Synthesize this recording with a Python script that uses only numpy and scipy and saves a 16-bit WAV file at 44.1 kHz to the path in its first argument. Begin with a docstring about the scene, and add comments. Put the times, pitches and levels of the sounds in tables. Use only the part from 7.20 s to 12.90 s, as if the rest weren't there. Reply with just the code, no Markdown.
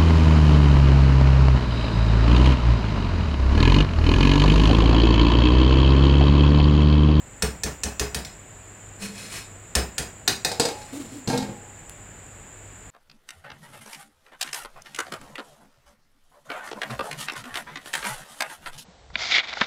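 """In a small hard kitchen, a slotted steel spoon is knocked clean on the rim of a big pot of curry.
Each blow rings pot and spoon as decaying sines and rocks the pot, which falls back as a burst of noise.
The spoon scrapes along the rim as grainy noise through its own ring, and taps again; a steel lid clashes on,
slides shut with a sinking hum and drops into its seat with the spoon on top.
Noise tails give the echoes; a low rush, an electric hum and a thin hiss lie underneath."""
import sys
import numpy as np
from scipy import signal
from scipy.fft import rfft, irfft, next_fast_len
from scipy.io import wavfile
from scipy.ndimage import uniform_filter1d

SR = 44100
rng = np.random.default_rng(int(sys.argv[2]) if len(sys.argv) > 2 else 0)


def log_audio(samples):
    """Write samples as a 16-bit WAV file to the path given in sys.argv[1]."""
    # one column per channel
    frames = np.atleast_2d(samples).T
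    # limit to full scale, then quantise
    limited = np.clip(frames, -1, 1)
    pcm = np.round(limited * 32767).astype(np.int16)
    wavfile.write(sys.argv[1], SR, pcm)


N = 251446  # length in samples

# Colours of noise; only their shape counts. Each row: frequency in Hz, density in dB per Hz.
# The low rush, as of a burner
RUSH_SPECTRUM = [(20, -15), (35, 5.5), (50, 7), (70, 0), (100, 2.5), (150, -0.5), (300, -4.5), (700, -7),
                 (1200, -11), (1700, -9.5), (2700, -14.5), (4500, -26), (10000, -35), (16000, -41)]
# The narrow hiss of the microphone
HISS_SPECTRUM = [(20, -60), (5500, -35.5), (6500, -13), (6950, 2.5), (7230, 8.5), (7600, -4.5), (8000, 3),
                 (8600, -18.5), (10000, -22), (13000, -30.5), (14500, -18), (16000, -46.5)]
# The rub of steel on steel
FRICTION_SPECTRUM = [(150, 1.5), (800, -4), (2400, 0.5), (3500, -7), (6000, -4.5), (9000, -1.5),
                     (12000, -12.5), (16000, -19.5)]
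# The loose lid sheet buzzing
PANEL_SPECTRUM = [(100, -20), (280, 1.5), (450, 8), (900, -5.5), (1200, -4.5), (1700, -15), (2500, -7),
                  (5000, -19.5), (16000, -29.5)]
# The lid meeting the rim
CLASH_SPECTRUM = [(100, 1), (500, 14.5), (1200, -2.5), (1900, -4.5), (3000, -1.5), (4200, 4), (6500, 0.5),
                  (8500, -3.5), (12000, -12), (16000, -25.5)]
# The grate rattling under the pot
GRATE_SPECTRUM = [(25, -30.5), (70, -9.5), (150, 5.5), (450, -5.5), (800, -5.5), (1200, -10), (1800, -8),
                  (3000, -18), (6000, -48), (12000, -28), (16000, -26)]
# The sharp crack of a blow
CRACK_SPECTRUM = [(100, -3.5), (400, 0), (1000, 1), (2000, 0), (3000, 4.5), (5400, 1), (8500, 5),
                  (12000, -5.5), (16000, -7.5)]

# Ringing modes. Each row: frequency in Hz, relative energy in dB, time to fall 60 dB in seconds.
# The pot wall, quickly damped by the curry
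POT_MODES = [(1580, -2.5, 0.013), (1770, 1.5, 0.029), (2538, 0, 0.07), (2961, -3.5, 0.0356),
             (3342, 1, 0.0191), (3658, -7.5, 0.0164), (3958, -3, 0.0133), (4223, -2.5, 0.039),
             (4494, -0.5, 0.028), (4886, -1.5, 0.045), (5148, 4.5, 0.0214), (5485, 3.5, 0.0196),
             (5828, 2, 0.0194), (6240, 4, 0.0153), (6651, 0.5, 0.046), (7190, -0.5, 0.0202),
             (7466, 0, 0.107), (8010, -5.5, 0.023), (8386, -1.5, 0.057), (8579, 2.5, 0.019),
             (9270, 1, 0.062), (9840, -13, 0.018), (10543, -9.5, 0.034), (10770, -18, 0.046),
             (11600, -15.5, .028)]
# The spoon
SPOON_MODES = [(392, -8, .3), (738, -6, .27), (1922, -11, .22), (2490, -13, .2), (2783, -29, .35),
               (3687, -1.5, .15), (3900, -6, .19), (4215, -1, .06), (4300, -5, .12), (4565, -13, .28),
               (4866, -7, .13), (4985, -10, .22), (5540, -14, .15), (6223, -14, .16), (7630, -15, .15),
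               (7955, -10, .16)]
# The stove top
STOVE_MODES = [(155, -7, .2), (199, -.5, .45), (232, -7, .2), (390, -8, .28), (425, -1, .26), (452, -4, .2),
               (510, -4, .2), (655, -6, .15), (700, -7, .14)]
# The pot rocking as a whole
ROCKING_MODES = [(65.5, 0, .32), (78, -13, .16)]
# The lid sheet
LID_MODES = [(399.2, -8.5, 0.38), (453.6, -1.5, 0.41), (481.4, 0, 0.366), (545.8, -12.5, 0.69),
             (626.5, -18.5, 0.3), (660, -9, 0.225), (749, -2.5, 0.304), (803.8, -3, 0.503),
             (840, -6.5, 0.84), (891.2, -2.5, 0.253), (1002.8, -13, 0.51), (1372, -13.5, 0.223),
             (1599, -4, 0.159), (1628, -12, 0.45), (1889, -12, 0.35), (2170, -7.5, 0.254),
             (2420, -9.5, 0.27)]
# The pot with its lid on
COVERED_POT_MODES = [(126, 0, .28), (160, -8, .2), (205, -.5, .32), (254, 0, .55), (275, -10, .3),
                     (344, -9, .25), (468, -15, .8), (813, -21, 2.2)]

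# Bending of the spoon handle; the close pair throbs. Each row: frequency in Hz, relative level in dB.
HANDLE_MODES = [(184, -7), (201, 0), (438, -11)]
# Scraping strokes that swell and fade. Each row: time of the height in seconds,
# half length in seconds (to 1/e), relative friction in dB.
STROKES = [(1.839, 0.0303, -34), (2.004, 0.0784, -39.5), (2.156, 0.0478, -33.5), (3.605, 0.153, -48.5),
           (3.911, 0.0495, -51.5)]
# The lid shoved along the rim. Each row: start in seconds, length in seconds, relative level in dB,
# hum at the start in Hz.
SHOVES = [(3.723, 0.052, -31, 289.9), (3.794, 0.0283, -32, 277.4), (3.843, 0.0166, -36.5, 255.7),
          (3.915, 0.076, -38, 289.3)]
# The lid meeting pot and spoon. Each row: start in seconds, relative clash in dB, relative lid ring in dB,
# frequency that the spot favours in Hz.
KNOCKS = [(3.252, -30, -24.5, 740), (3.316, -25, -26, 760), (3.3974, -11, -17, 500), (3.453, -20, -21, 610),
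          (3.486, -29.5, -27.5, 595), (3.616, -42, -49, 900), (4.075, -26.5, -25, 506),
          (4.10, -29.5, -20.5, 796), (4.132, -36, -18.5, 850), (4.176, -25, -32.5, 850),
          (4.225, -35, -29, 780), (4.29, -53.5, -32, 483)]
# The spoon on the rim. Each row: start in seconds, relative strength in dB,
# push on the pot in dB relative to the strength, seconds until the pot falls back.
TAPS = [(0.2228, -18.5, 4.5, 0.00284), (.435, -22, 2.5, 0.021), (.6349, -22.5, 1.5, .018),
        (.796, -20, 3, 0.01187), (.946, -23.5, -0.5, 0.01094), (1.0489, -34.5, -13, 0.00547),
        (2.5521, -15.6, 2.6, 0.0043), (2.7812, -21.5, -4.5, 0.00598), (3.0773, -15, -19, 0.002754),
        (3.248, -19, -19.5, 0.00773)]

# The first stroke bites and sets the handle shuddering
SHUDDER_DB, SHUDDER_SWELL_S, SHUDDER_T60_S = -32.5, 0.028, 0.75
SHOVE_ATTACK_S, SHOVE_RELEASE_S, SAG_HZ_PER_S = 0.00443, 0.0084, 300
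SHOVE_BUZZ_DB, SHOVE_GRIT_DB = -11.5, -12.5  # relative to the hum
SHOVE_ROUGH_DB, SHOVE_JITTER_HZ = 1.5, 16.7  # the rim catches and lets go
SHOVE_BOOM_DB = -33.5  # the half-covered pot answers faintly
CARRIED_SPOON_DB = -6  # ring of the spoon on the lid, relative to the clash
# Once the lid is in its seat, knocks boom in the covered pot, less and less as it settles
SEAT_S, BOOM_DB, SETTLE_DB_PER_S = 4.075, -16.5, 42.5
CHATTER_DB, CHATTER_T60_S = -23.5, 0.44
# A square blow pushes the pot and rattles the grate; a glancing one leaves the spoon free to ring
RATTLE_DB, RATTLE_PER_PUSH = -2.86, 0.248  # relative to the blow; dB per dB of push
SPOON_DB, SPOON_MUTE_PER_PUSH = -10, 0.534  # the same, but push takes ring away
TICK_S, TICK_DB = 4.696, -39  # one small tick of settling steel
TOP_HZ = 15900


def amp(db):
    """Turn decibels into gain."""
    return 10 ** (np.asarray(db) / 20)


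def unit(x):
    """Scale to rms 1."""
    return x / np.sqrt(np.mean(x ** 2))


def blow(x):
    """Scale to the energy of 10 ms at rms 1, so short and long sounds hit equally hard."""
    return x / np.sqrt(np.sum(x ** 2) * 100 / SR)


def clock(seconds):
    """Count sample times from zero."""
    return np.arange(int(seconds * SR) + 2) / SR


def decay(t, t60):
    """Fade exponentially, by 60 dB in t60 seconds."""
    return np.exp(-np.log(1000) * t / t60)


def add(track, at, x):
    """Mix x into the track from a given time."""
    i = int(at * SR)
    track[i:i + len(x)] += x[:len(track) - i]


def wander(rate):
    """Drift in straight lines between random levels, rate of them a second."""
    steps = np.arange(N) / SR * rate
    levels = rng.standard_normal(1024)
    return np.interp(steps, np.arange(len(levels)), levels)


def noise(spectrum, size):
    """Colour white noise by a spectrum and bring it to rms 1."""
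    hz, db = np.transpose(spectrum)
    n = next_fast_len(size, True)
    bins = np.fft.rfftfreq(n, 1 / SR)
    gain = amp(np.interp(np.log(bins + 1), np.log(hz), db))
    white = rng.standard_normal(n)
    return unit(irfft(rfft(white) * gain, n)[:size])


def ring(modes, scatter_db, spot_hz=1000, focus_db=0, detune=0.00037):
    """Strike modes; the point of contact favours those near spot_hz and shares the rest out by chance."""
    t = clock(max(row[2] for row in modes))
    out = np.zeros(len(t))
    chances = rng.standard_normal((len(modes), 3))
    for (hz, db, t60), (size, shift, turn) in zip(modes, chances):
        u = t[:int(t60 * SR)]
        octaves_off = abs(np.log2(hz / spot_hz))
        # dividing by sqrt(t60) makes the table's dB an energy
        gain = amp(db + scatter_db * size - focus_db * octaves_off) / np.sqrt(t60)
        tone = np.sin(2 * np.pi * hz * (1 + detune * shift) * u)
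        out[:len(u)] += np.sign(turn) * gain * decay(u, t60) * tone
    return blow(out)


def burst(spectrum, t60, rise):
    """Let countless crowded modes die together, heard as fading noise."""
    t = clock(t60)
    attack = 1 - np.exp(-t / rise)
    return blow(noise(spectrum, len(t)) * decay(t, t60) * attack)


def swell(x, rise):
    """Ease in the start, as a heavy body takes a moment to get moving."""
    t = np.arange(len(x)) / SR
    return x * (1 - np.exp(-(t / rise) ** 2))


def background():
    """A low rush as of a burner, a wavering electric hum and the narrow hiss of the microphone."""
    waver = wander(rate=7)
    phase = 2 * np.pi * 100.5 * np.arange(N) / SR + 1.07 * waver
    hum = amp(-50.0 + 2 * waver) * np.sin(phase)
    rush = amp(-47.5 + 0.11 * waver) * noise(RUSH_SPECTRUM, N)
    hiss = amp(-49.5) * noise(HISS_SPECTRUM, N)
    return rush + hiss + hum


def kitchen(x, t60_low, t60_high, gap):
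    """Dense echoes from hard surfaces swell in, then lows and highs die separately."""
    t = clock(0.6)
    white = rng.standard_normal(len(t))
    low = signal.sosfilt(signal.butter(1, 5000, fs=SR, output="sos"), white)
    high = white - low
    tail = swell(low * decay(t, t60_low) + high * decay(t, t60_high), rise=gap)
    # flatten the smoothed spectrum, so that the echoes leave the balance of the modes as it is
    spectrum = rfft(tail, 2 * len(t))
    power = uniform_filter1d(abs(spectrum) ** 2, max(int(10 / t60_low), 1))
    even = irfft(spectrum / np.sqrt(power))[:len(t)]
    # the tail is kept above 110 Hz; the deep thud rings in its own modes
    even = signal.sosfilt(signal.butter(2, 110, "high", fs=SR, output="sos"), even)
    return signal.fftconvolve(x, even / np.linalg.norm(even))[:N]


def handle():
    """The spoon handle bends to and fro from the first bite of its edge and slowly comes to rest."""
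    t = np.arange(N) / SR - STROKES[0][0]
    attack = np.exp(-(np.minimum(t, 0) / SHUDDER_SWELL_S) ** 2)
    fade = decay(np.maximum(t, 0), SHUDDER_T60_S)
    bending = sum(amp(db) * np.sin(2 * np.pi * hz * t) for hz, db in HANDLE_MODES)
    flutter = 1 + 0.25 * wander(rate=60)
    return amp(SHUDDER_DB) * attack * fade * bending * flutter


def scrape():
    """Dense tiny slips of uneven size hiss and excite pot and spoon."""
    t = np.arange(N) / SR
    grip = sum(amp(db) * np.exp(-((t - at) / half) ** 2) for at, half, db in STROKES)
    grip = grip * amp(1.68 * wander(rate=120))  # the edge catches and lets go
    slip_sizes = amp(3.5 * rng.exponential(size=N))
    slips = grip * unit(rng.standard_normal(N) * slip_sizes)
    steel = amp(-3) * ring(SPOON_MODES, scatter_db=1.5, spot_hz=2600, focus_db=6)
    add(steel, 0, ring(POT_MODES, scatter_db=1.5, spot_hz=2700, focus_db=9))
    rung = signal.fftconvolve(slips, steel / np.linalg.norm(steel))[:N]
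    return amp(-4.5) * rung + amp(-1.5) * grip * noise(FRICTION_SPECTRUM, N)


def shoves():
    """Each shove grinds and buzzes the lid; the air under it hums, sinking as the gap narrows."""
    clank, body = np.zeros((2, N))
    t = clock(0.25)
    for at, length, db, hz in SHOVES:
        release = np.exp(-np.maximum(t - length, 0) / SHOVE_RELEASE_S)
        effort = amp(db) * swell(release, rise=SHOVE_ATTACK_S)
        catch = wander(rate=107.2)[:len(t)]
        pitch = hz - SAG_HZ_PER_S * t + SHOVE_JITTER_HZ * catch
        hum = amp(SHOVE_ROUGH_DB * catch) * np.sin(2 * np.pi * np.cumsum(pitch) / SR)
        buzz = amp(SHOVE_BUZZ_DB) * noise(PANEL_SPECTRUM, len(t))
        boom = swell(ring(COVERED_POT_MODES, scatter_db=0.5, detune=0.02), rise=0.0102)
        add(body, at, effort * (unit(hum) + buzz))
        add(body, at, amp(SHOVE_BOOM_DB) * boom)
        add(clank, at, effort * amp(SHOVE_GRIT_DB) * noise(CRACK_SPECTRUM, len(t)))
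    return clank, body


def lid():
    """The lid clashes on the rim, then chatters into its seat, where the covered pot booms."""
    clank, body = np.zeros((2, N))
    for at, db, lid_db, spot_hz in KNOCKS:
        wall = ring(POT_MODES, scatter_db=2, detune=0.008)
        sheet = ring(LID_MODES, scatter_db=1.5, spot_hz=spot_hz, focus_db=5, detune=0.005)
        buzz = burst(PANEL_SPECTRUM, t60=0.49, rise=0.00174)
        add(clank, at, amp(db - 3.0) * burst(CLASH_SPECTRUM, t60=0.033, rise=0.000344))
        add(clank, at, amp(db - 12.0) * wall)
        add(body, at, amp(lid_db) * sheet)
        add(body, at, amp(lid_db - 7) * buzz)
        add(body, at, amp(db + CARRIED_SPOON_DB) * ring(SPOON_MODES, scatter_db=4.5))
        if at >= SEAT_S:
            boom_db = BOOM_DB - SETTLE_DB_PER_S * (at - SEAT_S)
            add(body, at, amp(boom_db) * ring(COVERED_POT_MODES, scatter_db=1.75, detune=0.00587))
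    add(clank, SEAT_S, amp(CHATTER_DB) * burst(CLASH_SPECTRUM, t60=CHATTER_T60_S, rise=0.0043))
    return clank, body


def taps():
    """Each blow cracks, rings pot wall and spoon, then rocks the pot, which falls back on its rattling grate."""
    clank, body = np.zeros((2, N))
    for at, db, push_db, lag in TAPS:
        spoon_db = db + SPOON_DB - SPOON_MUTE_PER_PUSH * push_db
        rattle_db = db + RATTLE_DB + RATTLE_PER_PUSH * push_db
        rocking = swell(ring(ROCKING_MODES, scatter_db=1, detune=0.0082), rise=0.0146)
        stove = swell(ring(STOVE_MODES, scatter_db=2.5, detune=0.0099), rise=0.00702)
        add(clank, at, amp(db - 1.0) * ring(POT_MODES, scatter_db=2.5, detune=0.00533))
        add(clank, at, amp(db - 4.5) * burst(CRACK_SPECTRUM, t60=0.019, rise=0.0007))
        add(body, at, amp(spoon_db) * ring(SPOON_MODES, scatter_db=1.56))
        add(body, at + 0.00277, amp(db + push_db + 1.25) * rocking)
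        add(body, at + 0.00321, amp(db + push_db - 4.5) * stove)
        add(body, at + lag, amp(rattle_db) * burst(GRATE_SPECTRUM, t60=0.331, rise=0.0048))
    add(body, TICK_S, amp(TICK_DB) * burst(CRACK_SPECTRUM, t60=0.003, rise=0.00014))
    return clank, body


def scene():
    """Pot, spoon and lid close to the microphone, the stove top just under them and the room behind."""
    clank, body = np.sum([taps(), lid(), shoves()], axis=0)
    rub = scrape()
    near = kitchen(clank, t60_low=0.012, t60_high=0.014, gap=0.003)  # off the stove top
    room_send = amp(-6.0) * (clank + rub) + amp(-12.5) * body
    room = kitchen(room_send, t60_low=0.266, t60_high=0.214, gap=0.00723)
    direct = amp(-4.5) * clank + amp(-2.5) * (body + rub) + handle()
    return (direct + amp(-6.0) * near + room + background())[None]


def record(dry):
    """The phone rounds the tallest peaks and cuts the top."""
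    rounded = 0.7192 * np.tanh(dry / 0.6687)
    low_pass = signal.ellip(10, 0.2, 70, TOP_HZ, fs=SR, output="sos")
    return signal.sosfilt(low_pass, rounded)


dry = scene()
out = record(dry)
log_audio(out)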